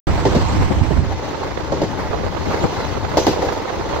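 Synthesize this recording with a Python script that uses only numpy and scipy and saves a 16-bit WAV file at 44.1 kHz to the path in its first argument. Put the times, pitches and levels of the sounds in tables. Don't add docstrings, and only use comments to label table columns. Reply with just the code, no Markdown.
import sys
import numpy as np
from scipy.fft import rfft, irfft
from scipy.io import wavfile
from scipy.ndimage import uniform_filter1d

SR = 44100
rng = np.random.default_rng(int(sys.argv[2]) if len(sys.argv) > 2 else 0)


def wav_out(sig):
    wavfile.write(sys.argv[1], SR, np.round(np.clip(np.atleast_2d(sig).T, -1, 1) * 32767).astype(np.int16))


N = 176400
T = np.arange(N) / SR
HZ = np.maximum(np.fft.rfftfreq(N, 1 / SR), 1)

# time in seconds, gain in dB.
ROAR_GAIN = [(0, 3), (.55, 2.5), (1.1, 0), (1.65, -1.5), (1.93, -0.5), (2.0, 4), (2.15, -1), (2.45, 0),
             (2.54, 6.5), (2.72, 0.5), (2.82, 5), (2.9, 0.5), (4, 2.5)]
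HISS_GAIN = [(0, 1.5), (.42, 5), (.53, 4), (.7, 1), (1.05, -1), (1.27, 0.5), (1.65, -1), (2.35, 0),
             (2.54, 4.5), (2.83, 3.5), (3.0, 0.5), (4, 1.5)]
SIZZLE_GAIN = [(0, -24), (.52, -5), (.7, -9), (.85, -24), (2.27, -8), (2.55, -2.5), (2.96, -5), (3.55, -6),
               (3.75, -16)]
RIGHT_TRACK_GAIN = [(0, 2), (.55, 3.5), (1.0, -1), (1.06, -14)]
# frequency in Hz, level in dB.
ROAR_TONE = [(30, -87), (180, -73.5), (300, -59.5), (480, -59), (650, -62), (950, -64), (1300, -67),
             (2000, -71.5), (2800, -86), (5000, -100)]
HISS_TONE = [(1200, -111), (2500, -74), (3200, -76), (4200, -75), (5300, -79), (6500, -80), (7500, -89.5),
             (8700, -104), (11000, -125)]
SIZZLE_TONE = [(6000, -115), (9000, -101), (12500, -92), (16000, -100)]
RIGHT_TRACK_TONE = [(200, -93), (315, -44.5), (430, -67), (800, -55), (1400, -67.5), (2400, -70.5),
                    (3500, -78.5), (6500, -88), (8000, -80), (9000, -100), (14000, -105)]
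# frequency in Hz, width in Hz, lift in dB.
UNDERFRAME_RESONANCES = [(293.5, 20, 3.5), (491, 56, 0.5), (784, 9.3, 6.5), (899, 99, 5.5), (1030, 74, 3.5),
                         (2090, 180, 5)]
# frequency in Hz, likeness from 0 to 1.
STEREO_LIKENESS = [(100, 1), (400, 0.75), (1400, 0.63), (3000, 0.03), (6000, 0.36), (12000, 0.35)]

# start in seconds, then knock, thump, clang, steel and jingle in dB.
JOINT_HITS = [(0.252, -10.5, -14, -16, -32, -56), (0.348, -10.5, -11, -26, -34.5, -55),
              (1.721, -14.5, -24, -21, -36.5, -63), (1.816, -12.5, -20, -26, -37, -57),
              (2.638, -18.5, -29, -19, -54, -61), (3.170, -8.5, -29, -14, -25, -42),
              (3.266, -7.5, -15, -12.5, -26.5, -41), (3.384, -20, -47, -28, -47, -75),
              (3.423, -12.5, -54, -24, -37.5, -53), (3.446, -22, -48, -43, -48, -58),
              (3.523, -28, -47, -43, -43, -53)]
# frequency in Hz, relative level in dB.
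KNOCK_TONE = [(120, -41), (250, -6), (350, 3), (500, 12.5), (680, 2), (900, -12), (1200, -18), (2000, -17),
              (3500, -54)]
THUMP_TONE = [(30, -33), (80, -0.5), (170, 3), (280, -1.5), (450, -3.5), (900, -68)]
CLANG_TONE = [(600, -46), (790, 8), (1030, -5), (1300, -15), (2000, -18), (3000, -51)]
STEEL_TONE = [(1200, 2.5), (2100, -3.5), (2700, 4), (3800, 4), (4800, 5.5), (6300, 1.5), (7400, -4),
              (8700, -27), (11000, -50)]
JINGLE_TONE = [(6000, -10), (9000, -10), (10500, -3), (12200, -1), (13500, -3), (16000, -9)]
# frequency in Hz, relative level in dB, seconds to fall 60 dB.
BOGIE_RING = [(317.6, -4.5, 0.14), (382, -11, 0.28), (500.7, -8.5, 0.18), (547, 0, 0.04), (620, -2, 0.034),
              (672, -22.5, 0.24)]
STEEL_RING = [(4330, -17, 0.3), (4880, -16, .25), (5760, -14, .3)]

# time in seconds, left and right in dB.
RUMBLE_GAIN = [(0, -11, -11), (.25, -22.5, -18.5), (.52, -18, -19), (.61, -13.5, -10.5), (.69, -24, -19.5),
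               (.81, -22, -24), (.88, -31, -15), (1.0, -20, -14.5), (1.15, -22, -22), (1.21, -25, -57),
               (2.3, -22, -54), (3.3, -22, -49), (3.65, -28.5, -55), (4, -23.5, -49)]
WIND_SLAPS = [(0.704, -9, -38), (0.906, -25, -12), (2.639, -10, -21.5)]
# start in seconds, hold in seconds, level in dB.
RIGHT_GUSTS = [(0.752, 0.034, -15.5), (0.804, 0.029, -9.5), (1.988, 0.07, -28), (2.091, 0.017, -22)]
STRONG_FLUTTERS = [(1.327, 0.026, -23), (1.405, 0.015, -30), (1.572, 0.0055, -14.5), (1.606, 0.0046, -18),
                   (2.129, 0.017, -17.5), (2.196, 0.0024, -18), (2.21, 0.0034, -17.5), (2.264, 0.011, -20),
                   (2.347, .006, -20.5), (2.425, 0.0099, -25.5), (2.542, 0.0055, -11.5),
                   (2.846, 0.0077, -21), (2.918, 0.011, -23), (2.964, 0.017, -20.5), (3.046, .006, -15.5),
                   (3.115, 0.0052, -16.5), (3.138, 0.014, -19), (3.33, 0.012, -17.5), (3.484, 0.0091, -13),
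                   (3.601, 0.0069, -25), (3.69, 0.015, -18), (3.926, 0.018, -18.5), (3.96, 0.011, -17.5)]
# time in seconds, gain in dB.
WEAK_FLUTTER_GAIN = [(1.0, -54), (1.2, -28.5), (1.45, -27), (1.9, -29.5), (2.55, -23), (3.05, -30),
                     (3.5, -24), (4, -27)]
# frequency in Hz, relative level in dB.
RUMBLE_TONE = [(15, -9.5), (30, -15), (48, -2), (80, 3), (125, -3), (200, -6.5), (320, -11), (600, -31),
               (1500, -38), (4000, -117)]
SLAP_TONE = [(40, -51), (120, 3), (220, 6.5), (520, -6), (900, -12.5), (2500, -46), (6000, -72)]
FLUTTER_TONE = [(120, -48), (230, -29), (330, 3), (440, 7.5), (650, 1), (950, -2), (1400, -9), (2200, -18),
                (3500, -25.5), (6000, -36), (8000, -59), (12000, -84)]

# frequency in Hz, level in dB, width in Hz.
WHEEL_MODES = [(885, -42, 40), (4210, -58, 140)]
# start in seconds, hold in seconds, frequency in Hz, level in dB.
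PINGS = [(.358, 0.0087, 4290, -31.5), (2.796, 0.06, 4050, -41)]
# start in seconds, hold in seconds, level in dB.
SHIMMERS = [(3.183, 0.068, -34), (3.27, 0.027, -42)]
# start in seconds, level in dB.
FLANGE_SQUEAKS = [(.478, -36.5), (2.625, -37.5)]
# frequency in Hz, relative level in dB.
SHIMMER_TONE = [(5300, -17), (6250, -1), (7000, -26), (10500, -48), (12100, -17), (13300, -45)]
SQUEAK_TONE = [(5500, -23), (6900, 2), (7500, 9), (8100, -26)]

LEFT_LAG_S = .000055
START_S, CUTOFF_HZ = .069, 15850


def rolling():
    shake = drift(27)
    roar = track_noise(ROAR_TONE) * over_time(ROAR_GAIN) * from_db(1.55 * shake + .95 * drift(55))
    hiss = track_noise(HISS_TONE) * over_time(HISS_GAIN)
    sizzle = track_noise(SIZZLE_TONE) * over_time(SIZZLE_GAIN)
    out = roar * from_db([[.04], [0]]) + (hiss + sizzle) * from_db(.5 * shake)
    out[1] += noise(over_hz(RIGHT_TRACK_TONE)) * over_time(RIGHT_TRACK_GAIN) * from_db(.71 * shake)
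    return out


def clacks():
    knock = thump = clang = steel = jingle = 0
    for s, knock_db, thump_db, clang_db, steel_db, jingle_db in JOINT_HITS:
        clang += burst(s, clang_db, rise_s=.0027, hold_s=.011, t60_s=.072)
        knock += burst(s, knock_db - 3, rise_s=.0017, hold_s=.0026, t60_s=.19)
        thump += burst(s + .008, thump_db, rise_s=.0018, hold_s=.012, t60_s=.12)
        steel += burst(s, steel_db, rise_s=.0013, hold_s=.022, t60_s=.35)
        jingle += burst(s, jingle_db, rise_s=.003, hold_s=.0078, t60_s=.31)
        crack = burst(s, 0, rise_s=.0013, hold_s=0, t60_s=.04)
        steel += crack * from_db(steel_db)
        jingle += crack * from_db(jingle_db + 3)
    bogie = knock * evened(track_noise(KNOCK_TONE), .01)
    bogie += struck(BOGIE_RING, [(s, knock_db + 2.5) for s, knock_db, *_ in JOINT_HITS])
    rattle = steel * unit(track_noise(STEEL_TONE)) + jingle * unit(track_noise(JINGLE_TONE))
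    rattle *= from_db(1.3 * drift(70))
    ring = struck(STEEL_RING, [(s, steel_db - 6) for s, *_, steel_db, _ in JOINT_HITS])
    wheel = clang * evened(track_noise(CLANG_TONE), .013)
    coach = thump * evened(track_noise(THUMP_TONE), .031)
    return (bogie + wheel) * from_db([[-1.5], [0]]) + coach + doorway(rattle) + ring


def wind_rumble():
    gusts = sum(burst(s, db, .012, hold_s, t60_s=.042) for s, hold_s, db in RIGHT_GUSTS)
    levels = [over_time(RUMBLE_GAIN, column=1), over_time(RUMBLE_GAIN, column=2) + gusts]
    out = np.zeros((2, N))
    for side, db_per_octave in enumerate((0, -5)):
        colour = over_hz(RUMBLE_TONE) + db_per_octave * np.log2(np.maximum(HZ / 80, 1))
        rumble = levels[side] * evened(noise(colour), .061) * from_db(2 * drift(9.2))
        slaps = sum(burst(s, db[side], .0014, hold_s=.017, t60_s=.019) for s, *db in WIND_SLAPS)
        out[side] = rumble + slaps * evened(noise(over_hz(SLAP_TONE)), .0126)
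    return out


def wind_flutter(swing_db=6.5, brighter_db_per_octave=1.5):
    strong = sum(burst(s, db, .0012, hold_s, t60_s=.02) for s, hold_s, db in STRONG_FLUTTERS)
    weak = over_time(WEAK_FLUTTER_GAIN) * unit(from_db(swing_db * np.minimum(drift(70), 1.5)))
    soft = evened(noise(over_hz(FLUTTER_TONE)), .0106)
    sharp = evened(noise(over_hz(FLUTTER_TONE) + brighter_db_per_octave * np.log2(HZ)), .0106)
    right = (strong * sharp + weak * soft) * from_db(drift(310))
    return np.array([np.zeros(N), right])


def wheel_ring():
    faint = sum(from_db(db + 2 * drift(10)) * wheel_mode(hz, width) for hz, db, width in WHEEL_MODES)
    pings = sum(burst(s, db, .003, hold_s, t60_s=.05) * wheel_mode(hz, width_hz=140)
                for s, hold_s, hz, db in PINGS)
    return faint * over_time(ROAR_GAIN) + pings


def singing_steel():
    level = sum(burst(s, db, .005, hold_s, t60_s=.1) for s, hold_s, db in SHIMMERS)
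    return level * unit(track_noise(SHIMMER_TONE))


def squeaks():
    level = sum(burst(s, db, .0087, hold_s=.01, t60_s=.075) for s, db in FLANGE_SQUEAKS)
    return level * unit(track_noise(SQUEAK_TONE))


def doorway(x, delays_s=(.003, .022), echo_db=-22.5):
    out = x.copy()
    for side in range(2):
        for lag in (rng.uniform(*delays_s, size=6) * SR).astype(int):
            out[side, lag:] += from_db(echo_db) * x[side, :N - lag]
    return out


def track_noise(tone):
    lift = sum(db / (1 + (2 * (HZ - hz) / width) ** 2) for hz, width, db in UNDERFRAME_RESONANCES)
    colour = over_hz(tone) + lift
    alike = np.clip(over_hz(STEREO_LIKENESS), 0, .99)
    mid = rfft(noise(colour)) * np.sqrt((1 + alike) / 2)
    side = rfft(noise(colour)) * np.sqrt((1 - alike) / 2)
    left_delay = np.exp(-2j * np.pi * HZ * LEFT_LAG_S)
    return irfft(np.array([(mid + side) * left_delay, mid - side]), N)


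def struck(modes, blows):
    out, age = np.zeros((2, N + SR)), T[:SR // 2]
    for s, blow_db in blows:
        first = int(s * SR)
        for hz, db, t60_s in modes:
            scatter_db = rng.standard_normal() + 1.4 * rng.standard_normal((2, 1))
            level = from_db(blow_db + db + scatter_db - 60 * age / t60_s) * np.minimum(age / .003, 1)
            cycles = hz * (age - np.array([[LEFT_LAG_S], [0]])) + .32 * rng.random()
            out[:, first:first + len(age)] += level * np.sin(2 * np.pi * cycles)
    return out[:, :N]


def wheel_mode(hz, width_hz, waver=.015):
    phase = 2 * np.pi * np.cumsum(hz * (1 + waver * drift(4))) / SR
    shared, left, right = (drift(width_hz / 2) * np.cos(phase) + drift(width_hz / 2) * np.sin(phase)
                           for _ in range(3))
    return unit(shared + np.array([left, right]))


def patchy(x, groups=7, band_hz=450, swing_db=2):
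    spectrum, out = rfft(x), 0
    for k in range(groups):
        share = np.maximum(1 - np.abs((HZ / band_hz + k) % groups - 1), 0)
        out += irfft(spectrum * share, N) * from_db(swing_db * drift(32))
    return out


def burst(s, db, rise_s, hold_s, t60_s):
    out, first = np.zeros(N), int(s * SR)
    age = T[:min(N - first, SR // 2)]
    fall_db = 60 * np.maximum(age - hold_s, 0) / t60_s
    out[first:first + len(age)] = np.minimum(age / rise_s, 1) * from_db(db - fall_db)
    return out


def noise(spectrum_db):
    return irfft(rfft(rng.standard_normal(N)) * from_db(spectrum_db), N) * np.sqrt(SR / 2)


def drift(rate_hz):
    return unit(irfft(rfft(rng.standard_normal(N)) / (1 + (HZ / rate_hz) ** 2), N))


def evened(x, window_s):
    power = uniform_filter1d(np.atleast_2d(x ** 2).mean(0), max(int(window_s * SR), 2))
    return x / np.sqrt(np.abs(power) + 1e-20)


def over_time(rows, column=1):
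    rows = np.array(rows)
    return from_db(np.interp(T, rows[:, 0], rows[:, column]))


def over_hz(points):
    hz, value = np.transpose(points)
    return np.interp(np.log(HZ), np.log(hz), value)


def unit(x):
    return x / np.sqrt(np.mean(x ** 2) + 1e-20)


def from_db(db):
    return 10 ** (np.asarray(db) / 20)


def scene():
    track = doorway(patchy(rolling()) + squeaks()) + wheel_ring() + clacks() + singing_steel()
    return track + wind_rumble() + wind_flutter()


def record(dry):
    rounded = 1.3 * np.tanh(dry / 1.3)
    fade_in = np.clip((T - START_S) / .002, 0, 1)
    return irfft(rfft(rounded * fade_in) / np.sqrt(1 + (HZ / CUTOFF_HZ) ** 400), N)


dry = scene()
out = record(dry)
wav_out(out)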